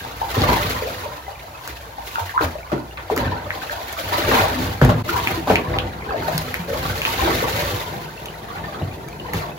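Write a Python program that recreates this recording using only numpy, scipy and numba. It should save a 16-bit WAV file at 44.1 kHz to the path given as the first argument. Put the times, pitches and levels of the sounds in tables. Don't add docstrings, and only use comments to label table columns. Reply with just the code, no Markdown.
import sys
import numpy as np
from scipy import signal
from scipy.fft import rfft, irfft, next_fast_len
from scipy.io import wavfile
from scipy.ndimage import map_coordinates
from numba import njit

SR = 44100
rng = np.random.default_rng(int(sys.argv[2]) if len(sys.argv) > 2 else 0)


def log_audio(samples):
    frames = np.atleast_2d(samples).T
    limited = np.clip(frames, -1, 1)
    pcm = np.round(limited * 32767).astype(np.int16)
    wavfile.write(sys.argv[1], SR, pcm)


N = 422478

# f/Hz, level/dB
AIR_TONE = [(42, -14), (58, 12), (95, -5), (130, -1.5), (230, -24.5), (900, -8), (1250, -36), (2000, -33),
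            (6000, -27), (15000, -32)]
# f/Hz, t60/s (t60 is the time a sound takes to fade by 60 dB)
TILE_ECHO = [(100, 0.4), (500, 0.33), (3000, 0.17), (14000, 0.058)]
# f/Hz, width/Hz, level/dB
PIPE_NOTES = [(154.5, 20, 1), (374.6, 34, -7.5), (488.5, 32, -9), (719, 28, -7), (924, 36, -20),
              (1960, 35, -21)]
# f/Hz, width/Hz, level/dB
BATH_NOTES = [(59.5, 6.4, 2.5), (97.4, 10.2, 3), (124, 27, -4), (166, 37, -4), (260, 20.5, -5.5),
              (365, 54, -11), (501.5, 18, -9), (734, 50, -12.5)]
# t/s, level/dB, f/Hz
BATH_BUMPS = [(2.21, -24.5, 92.4), (2.437, -20, 83), (4.884, -9, 101.3), (4.95, -15, 110),
              (6.345, -18, 158), (6.594, -22, 173), (7.21, -16.5, 64.4), (8.818, -21, 96)]
# t/s, level/dB, f/Hz, bright crack/0-1
SHARP_TAPS = [(.419, -12, 4040, 0), (1.676, -30, 1490, 0.5), (3.1, -17, 770, 0.02),
              (3.163, -32, 1500, 0.95), (3.177, -18, 1900, 0.2), (3.5056, -14.5, 1930, 0.01),
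              (3.927, -36, 1200, 0.84), (4.8153, -11, 1520, 0.02), (4.849, -18.5, 1880, 0.21),
              (5.273, -8.5, 2370, 0.04), (5.557, -5, 2400, 0.02), (5.787, -9.5, 3070, 0.02),
              (6.379, -17.5, 4170, 0.4), (6.542, -14.5, 2040, 0.09), (7.018, -13.5, 2600, 0.07),
              (7.052, -8.5, 2630, 0.04), (8.258, -28, 2714, 0.26), (9.085, -38, 1390, 0.6),
              (9.335, -21.5, 1870, 0.2)]
# t/s, level/dB, f/Hz
BIG_DROPS = [(.048, -22, 850), (.216, -10.5, 860), (.821, -17, 488), (.872, -19.5, 650), (1.058, -22, 563),
             (1.28, -22, 770), (1.983, -20.5, 805), (2.156, -14, 1380), (2.183, -12.5, 894),
             (2.294, -20, 1680), (2.377, -5, 1274), (2.553, -21.5, 580), (2.727, -16.5, 346),
             (3.117, -14.5, 430), (3.696, -18, 1620), (4.286, -15.5, 380), (5.374, -20, 323),
             (5.498, -15.5, 415), (6.143, -14, 648), (6.283, -16, 610), (7.425, -13.5, 497)]
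# t/s, length/s, level/dB, f/Hz
BUBBLE_SWARMS = [(.485, .07, -24.5, 904), (2.334, 0.052, -28.5, 1010), (4.507, .15, -30, 266.5),
                 (5.068, 0.056, -30.5, 352), (5.115, 0.083, -27, 1010), (6.673, .065, -27.5, 518),
                 (7.215, 0.12, -27, 365.5), (7.43, 0.31, -36.5, 520)]
# t/s, slap/dB, bubble f/Hz, t60/s, gulp/dB, spray/dB, place/0-1 (ahead to right)
SURFACE_HITS = [(.366, -16, 378, 0.26, -15.5, -58, 1), (.485, -14, 836, 0.16, -21.5, -51, 0.63),
                (2.407, -14, 1066, .15, -20.5, -39, 0.96), (2.717, -16, 540, 0.18, -21, -70, 0.94),
                (2.972, -27, 1890, 0.22, -36.5, -59, 0.48), (3.101, -20, 553, 0.18, -38, -45, 0.041),
                (3.165, -21, 950, .26, -19.5, -45, 0.16), (4.312, -11, 945, 0.17, -19, -33, 0.77),
                (4.813, -11, 497, 0.24, -2.5, -42, 0.054), (4.89, -12.5, 636, .22, -13, -50, 0.7),
                (5.472, -16, 916, 0.23, -20.5, -39, 0.0018), (5.4972, -9.5, 679, 0.23, -18, -39, 0.26),
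                (8.813, -27, 538, 0.092, -21.5, -70, 0.25), (9.334, -29, 620, 0.19, -21, -40.5, 0)]
# t/s, length/s, gurgle/dB, spray/dB, drumming/dB
STIRS = [(0, 0.015, -38.5, -43.5, -37.5), (0.872, 0.11, -42, -44, -38), (1.68, 0.012, -40, -42.5, -57),
         (2.085, 0.16, -47.5, -41.5, -53), (3.205, 0.12, -29.5, -71, -28), (3.549, 0.2, -36, -45, -56),
         (4.127, 0.3, -28.5, -56, -39), (4.606, 0.035, -36, -36, -27), (5.095, 0.22, -32.5, -37.5, -31),
         (5.7, 0.1, -31, -53.5, -29), (6.103, 0.091, -30, -64, -35), (6.283, 0.21, -37.5, -40.5, -37.5),
         (6.738, 0.18, -36, -41, -32.5), (8.508, 0.25, -39, -57, -44.5), (9.288, 0.15, -37.5, -62, -40)]
# gurgle/dB, spray/dB, drumming/dB
TRICKLE_LEVELS = (-45.5, -61, -52.5)
# t/s, length/s, stream/dB, swell/(dB per s), gush t/s, gush/dB
SCOOP_POURS = [(0.41, 0.3, -34.5, 42, 0.44, -25.5), (4.217, 0.24, -34.5, 29, 4.29, -25),
               (7.06, .69, -35, 35, 7.25, -25)]
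# f/Hz, level/dB
GURGLE_TONE = [(120, -21.5), (270, -4.5), (500, -0.5), (950, 3), (1400, -6), (2500, -15.5), (6000, -28)]
SPLATTER_TONE = [(500, -21), (1200, -1.5), (2000, -1), (3000, -4.5), (4300, -5.5), (7000, -12),
                 (14000, -54)]
SPRAY_TONE = [(1000, -8.5), (3500, 3), (7500, -0.5), (9500, -3), (12000, 0), (15500, 0.5)]
# f/Hz, level/dB
MID_TONE = [(200, 2), (1000, 3), (7000, 0.5), (8000, -5.5), (8500, -28.5), (9600, -27), (10500, 2.3)]
SIDE_TONE = [(60, -19.5), (200, -7.5), (500, -4.5), (1200, 2.5), (6500, 0), (9000, 7), (12200, 1.5),
             (13500, -41), (15500, -22)]

RIGHT_LAG_S, AHEAD_LAG_S = 0.00045, 0.00015
GULP_DELAY_S = 0.0055
PLOP_CYCLES = 21.2


def amp(db):
    return 10 ** (np.asarray(db) / 20)


def unit(x):
    return x / np.sqrt(np.mean(x ** 2) + 1e-20)


def along(points, hz):
    f, v = np.transpose(points)
    return np.interp(np.log(hz + 1), np.log(f + 1), v)


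def filtered(x, response):
    n = x.shape[-1]
    padded = 2 * next_fast_len(n // 2 + SR // 10)
    return irfft(rfft(x, padded) * response(np.fft.rfftfreq(padded, 1 / SR)), padded)[..., :n]


def coloured(x, points):
    def response(hz):
        cepstrum = irfft(np.log(amp(along(points, hz))))
        cepstrum[1:len(hz) - 1] *= 2
        cepstrum[len(hz):] = 0
        return np.exp(rfft(cepstrum))
    return filtered(x, response)


def resonate(x, notes):
    def response(f):
        return sum((-1) ** k * amp(db) * 1j * f * width / (hz * hz - f * f + 1j * f * width)
                   for k, (hz, width, db) in enumerate(notes))
    return filtered(x, response)


def add(track, s, sound):
    part = track[..., max(round(s * SR), 0):][..., :sound.shape[-1]]
    part += sound[..., :part.shape[-1]]


def wobble(rate):
    return map_coordinates(rng.standard_normal(int(N * rate / SR) + 4), [np.arange(N) * rate / SR])


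def swell(t, start, length, rise_s, fall_s):
    return -60 * (np.maximum(start - t, 0) / rise_s + np.maximum(t - start - length, 0) / fall_s)


def from_right(x, lag):
    return filtered(x, lambda hz: np.exp(-2j * np.pi * hz * np.array([[lag], [0]])))


def port_lag(count):
    return rng.normal(RIGHT_LAG_S, 0.00013, count)


@njit
def bubbles(n, start, hz, size, t60, rise, lag):
    out = np.zeros((2, n))
    for k in range(len(start)):
        right, left = int(start[k] * SR), int((start[k] + lag[k]) * SR)
        life = int(t60[k] * SR) + 2
        for i in range(min(life, n - max(left, right))):
            age = i / life
            level = size[k] * 2 * (1 - np.exp(-20 * age)) * np.exp(-6.9 * age)
            sample = level * np.sin(2 * np.pi * hz[k] * i / SR * (1 + rise * age / 2))
            out[0, max(left + i, 0)] += sample
            out[1, max(right + i, 0)] += sample
    return out


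def bubbling(per_second, low_hz, high_hz, cycles, spread, rise, hiss):
    count = int(per_second * N / SR)
    when, pitch, force, life = rng.random((count, 4)).T
    hz = low_hz * (high_hz / low_hz) ** pitch
    size = hz * amp(-spread * np.log(force + 0.01))
    pops = bubbles(N, when * N / SR, hz, size, cycles * (0.5 + life) / hz, rise, port_lag(count))
    return unit(unit(pops) + hiss * rng.standard_normal((2, N)))


def room_air():
    return amp(-40) * unit(coloured(rng.standard_normal((2, N)), AIR_TONE))


def bathroom(x):
    hz, t, noise = signal.stft(rng.standard_normal((2, SR // 2)), SR, nperseg=256)
    fade = amp(-60 * t / along(TILE_ECHO, hz)[:, None])
    echo = signal.istft(noise * fade, SR, nperseg=256)[1]
    echo = np.pad(echo / np.linalg.norm(echo[0]), ((0, 0), (SR // 300, 0)))
    return signal.fftconvolve(x, echo, axes=1)[:, :N]


def drain(full_at_s=5.36):
    gulps = rng.standard_normal(N) * (rng.random(N) < 500 / SR) * amp(3.1 * wobble(rate=14))
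    level_db = -38 + swell(np.arange(N) / SR, full_at_s, N / SR, rise_s=2.8, fall_s=1)
    return from_right(amp(level_db) * unit(resonate(gulps, PIPE_NOTES)), RIGHT_LAG_S)


def drips():
    return amp(-50) * bubbling(36, low_hz=482, high_hz=3000, cycles=52, spread=3.5, rise=0.11, hiss=0)


def boom(db, hz, t60, sag, sag_s=0.0598):
    t = np.arange(SR // 2) / SR
    phase = 2 * np.pi * hz * np.cumsum(1 - sag * (1 - np.exp(-t / sag_s))) / SR
    return amp(db - 60 * t / t60) * (1 - np.exp(-t / 0.0034)) * np.sin(phase)


def thumps():
    out = np.zeros(N)
    for s, _, bubble_hz, _, gulp_db, _, _ in SURFACE_HITS:
        add(out, s + GULP_DELAY_S, boom(gulp_db, 0.31 * bubble_hz, t60=0.28, sag=0.337))
    for s, db, hz in BATH_BUMPS:
        add(out, s, boom(db, hz, t60=0.31, sag=0))
    return from_right(out, RIGHT_LAG_S)


def taps():
    out, t = np.zeros(N), np.arange(SR // 20) / SR
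    for s, db, hz, bright in SHARP_TAPS:
        age = t * hz / 0.75
        tick = age * np.exp(1 - age) * np.sin(2 * np.pi * hz * t)
        crack = 2.45 * bright * rng.standard_normal(len(t)) * amp(-60 * t / 0.014)
        add(out, s, amp(db + 5.5) * (crack + tick))
    return from_right(out, AHEAD_LAG_S)


def plops(count=5, gap_s=0.014, scatter=0.14, rise=0.14):
    out, k = np.zeros((2, N)), np.arange(count)
    lag = np.full(count, RIGHT_LAG_S)
    for s, db, hz in BIG_DROPS:
        start = gap_s * k * (1 + (rng.random(count) - 0.5) / 2)
        pitch = hz * np.exp((k > 0) * rng.normal(0, scatter, count))
        size = amp(db - 9.5 * np.sqrt(k))
        add(out, s, bubbles(SR // 2, start, pitch, size, PLOP_CYCLES / pitch, rise, lag))
    return out


def glugs(count=48, scatter=0.072, climb=0.12):
    out = np.zeros((2, N))
    for s, length, db, hz in BUBBLE_SWARMS:
        age = (np.arange(count) + rng.random(count)) / count
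        pitch = hz * np.exp(rng.normal(0, scatter, count) + climb * (age - 0.5))
        lag = AHEAD_LAG_S + (RIGHT_LAG_S - AHEAD_LAG_S) * rng.random(count)
        size = np.sqrt(np.sin(np.pi * age))
        swarm = bubbles(SR // 2, age * length, pitch, size, 2 * PLOP_CYCLES / pitch, climb, lag)
        add(out, s, amp(db) * swarm / np.sqrt(np.sum(swarm[0] ** 2) / (length * SR)))
    return out


def splashes(count=60):
    out, t = np.zeros((2, N)), np.arange(SR // 2) / SR
    for s, db, hz, t60, _, _, place in SURFACE_HITS:
        age = (np.arange(count) + rng.random(count)) / count
        start = age ** 1.3 * t60 * 0.7
        pitch = hz * np.exp(rng.normal(0, 0.425, count) + 0.5 * np.exp(-age / 0.09) - age)
        cloud = bubbles(len(t), start, pitch, amp(-28 * age), 17 / pitch, 0.22, place * port_lag(count))
        cloud /= np.sqrt(np.mean(cloud[:, :SR // 20] ** 2))
        noise = coloured(rng.standard_normal((2, len(t))), [(100, -10), (hz, 0), (4000, -18), (12000, -34)])
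        froth = 0.97 * unit(noise) * amp(-60 * t / t60) * (1 - np.exp(-t / 0.001))
        add(out, s, amp(db - 10.5) * (cloud + froth))
    return out


def flow(runoff_halving_s=0.077):
    t = np.arange(0, N, 64) / SR
    parts = [[db + np.zeros_like(t) for db in TRICKLE_LEVELS]]
    for s, length, db, db_per_s, gush_s, gush_db in SCOOP_POURS:
        runoff = -20 * np.log10(1 + np.maximum(t - s - length, 0) / runoff_halving_s)
        stream = -db_per_s * np.maximum(s - t, 0) + runoff
        drumming = db - 0.5 + 1.4 * stream
        parts.append([db + 1.5 + stream, db + stream, drumming])
        gush = gush_db + swell(t, gush_s, 0, rise_s=0.51, fall_s=1.63)
        parts.append([gush, np.full_like(t, -np.inf), gush - 3])
    for s, length, *levels in STIRS:
        parts.append(np.add.outer(levels, swell(t, s, length, rise_s=0.42, fall_s=0.75)))
    for s, slap_db, _, _, gulp_db, spray_db, _ in SURFACE_HITS:
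        churn = swell(t, s + GULP_DELAY_S, length=0.04, rise_s=0.03, fall_s=0.42)
        parts.append(np.add.outer([slap_db - 21.5, spray_db, gulp_db - 14.5], churn))
    powers = np.sum(amp(parts) ** 2, axis=0)
    return [np.interp(np.arange(N) / SR, t, 10 * np.log10(power)) for power in powers]


def pouring():
    gurgle_db, spray_db, drum_db = flow()
    splatter_db = 0.51 * gurgle_db + 0.5 * spray_db
    big = bubbling(340, low_hz=240.7, high_hz=2170, cycles=37.5, spread=2.5, rise=0.14, hiss=0.21)
    small = bubbling(1500, low_hz=1022, high_hz=4736, cycles=39, spread=2.4, rise=0.086, hiss=0.99)
    fine = bubbling(1800, low_hz=2760, high_hz=15800, cycles=1.7, spread=2.5, rise=0, hiss=0.97)
    gurgle = amp(gurgle_db + 1) * unit(coloured(big, GURGLE_TONE))
    splatter = amp(splatter_db + 2.05) * unit(coloured(small, SPLATTER_TONE))
    spray = amp(spray_db + 2.5) * unit(coloured(fine, SPRAY_TONE))
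    blows = rng.standard_normal(N) * (rng.random(N) < 220 / SR)
    drum = amp(drum_db) * unit(resonate(blows, BATH_NOTES))
    lumps = amp(2.25 * wobble(rate=60))
    return lumps * (gurgle + splatter + spray) + drum


def scene():
    booms = thumps()
    water = pouring() + drain() + drips() + splashes() + taps() + plops() + glugs()
    air = room_air()
    return water + booms + bathroom(amp(-7) * water + amp(-21) * booms) + air


def record(dry, top_hz=15850):
    mid = coloured((dry[0] + dry[1]) / 2, MID_TONE)
    side = coloured((dry[0] - dry[1]) / 2, SIDE_TONE)
    bass_cut = signal.butter(3, 42, "highpass", fs=SR, output="sos")
    pair = signal.sosfilt(bass_cut, [mid + side, mid - side])
    pair *= amp(np.interp(np.arange(N) / SR, [5.022, 5.033, 5.048], [0, -21, 0]))
    pair /= (1 + (pair / 0.93) ** 6) ** (1 / 6)
    return filtered(pair, lambda hz: hz < top_hz)


dry = scene()
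out = record(dry)
log_audio(out)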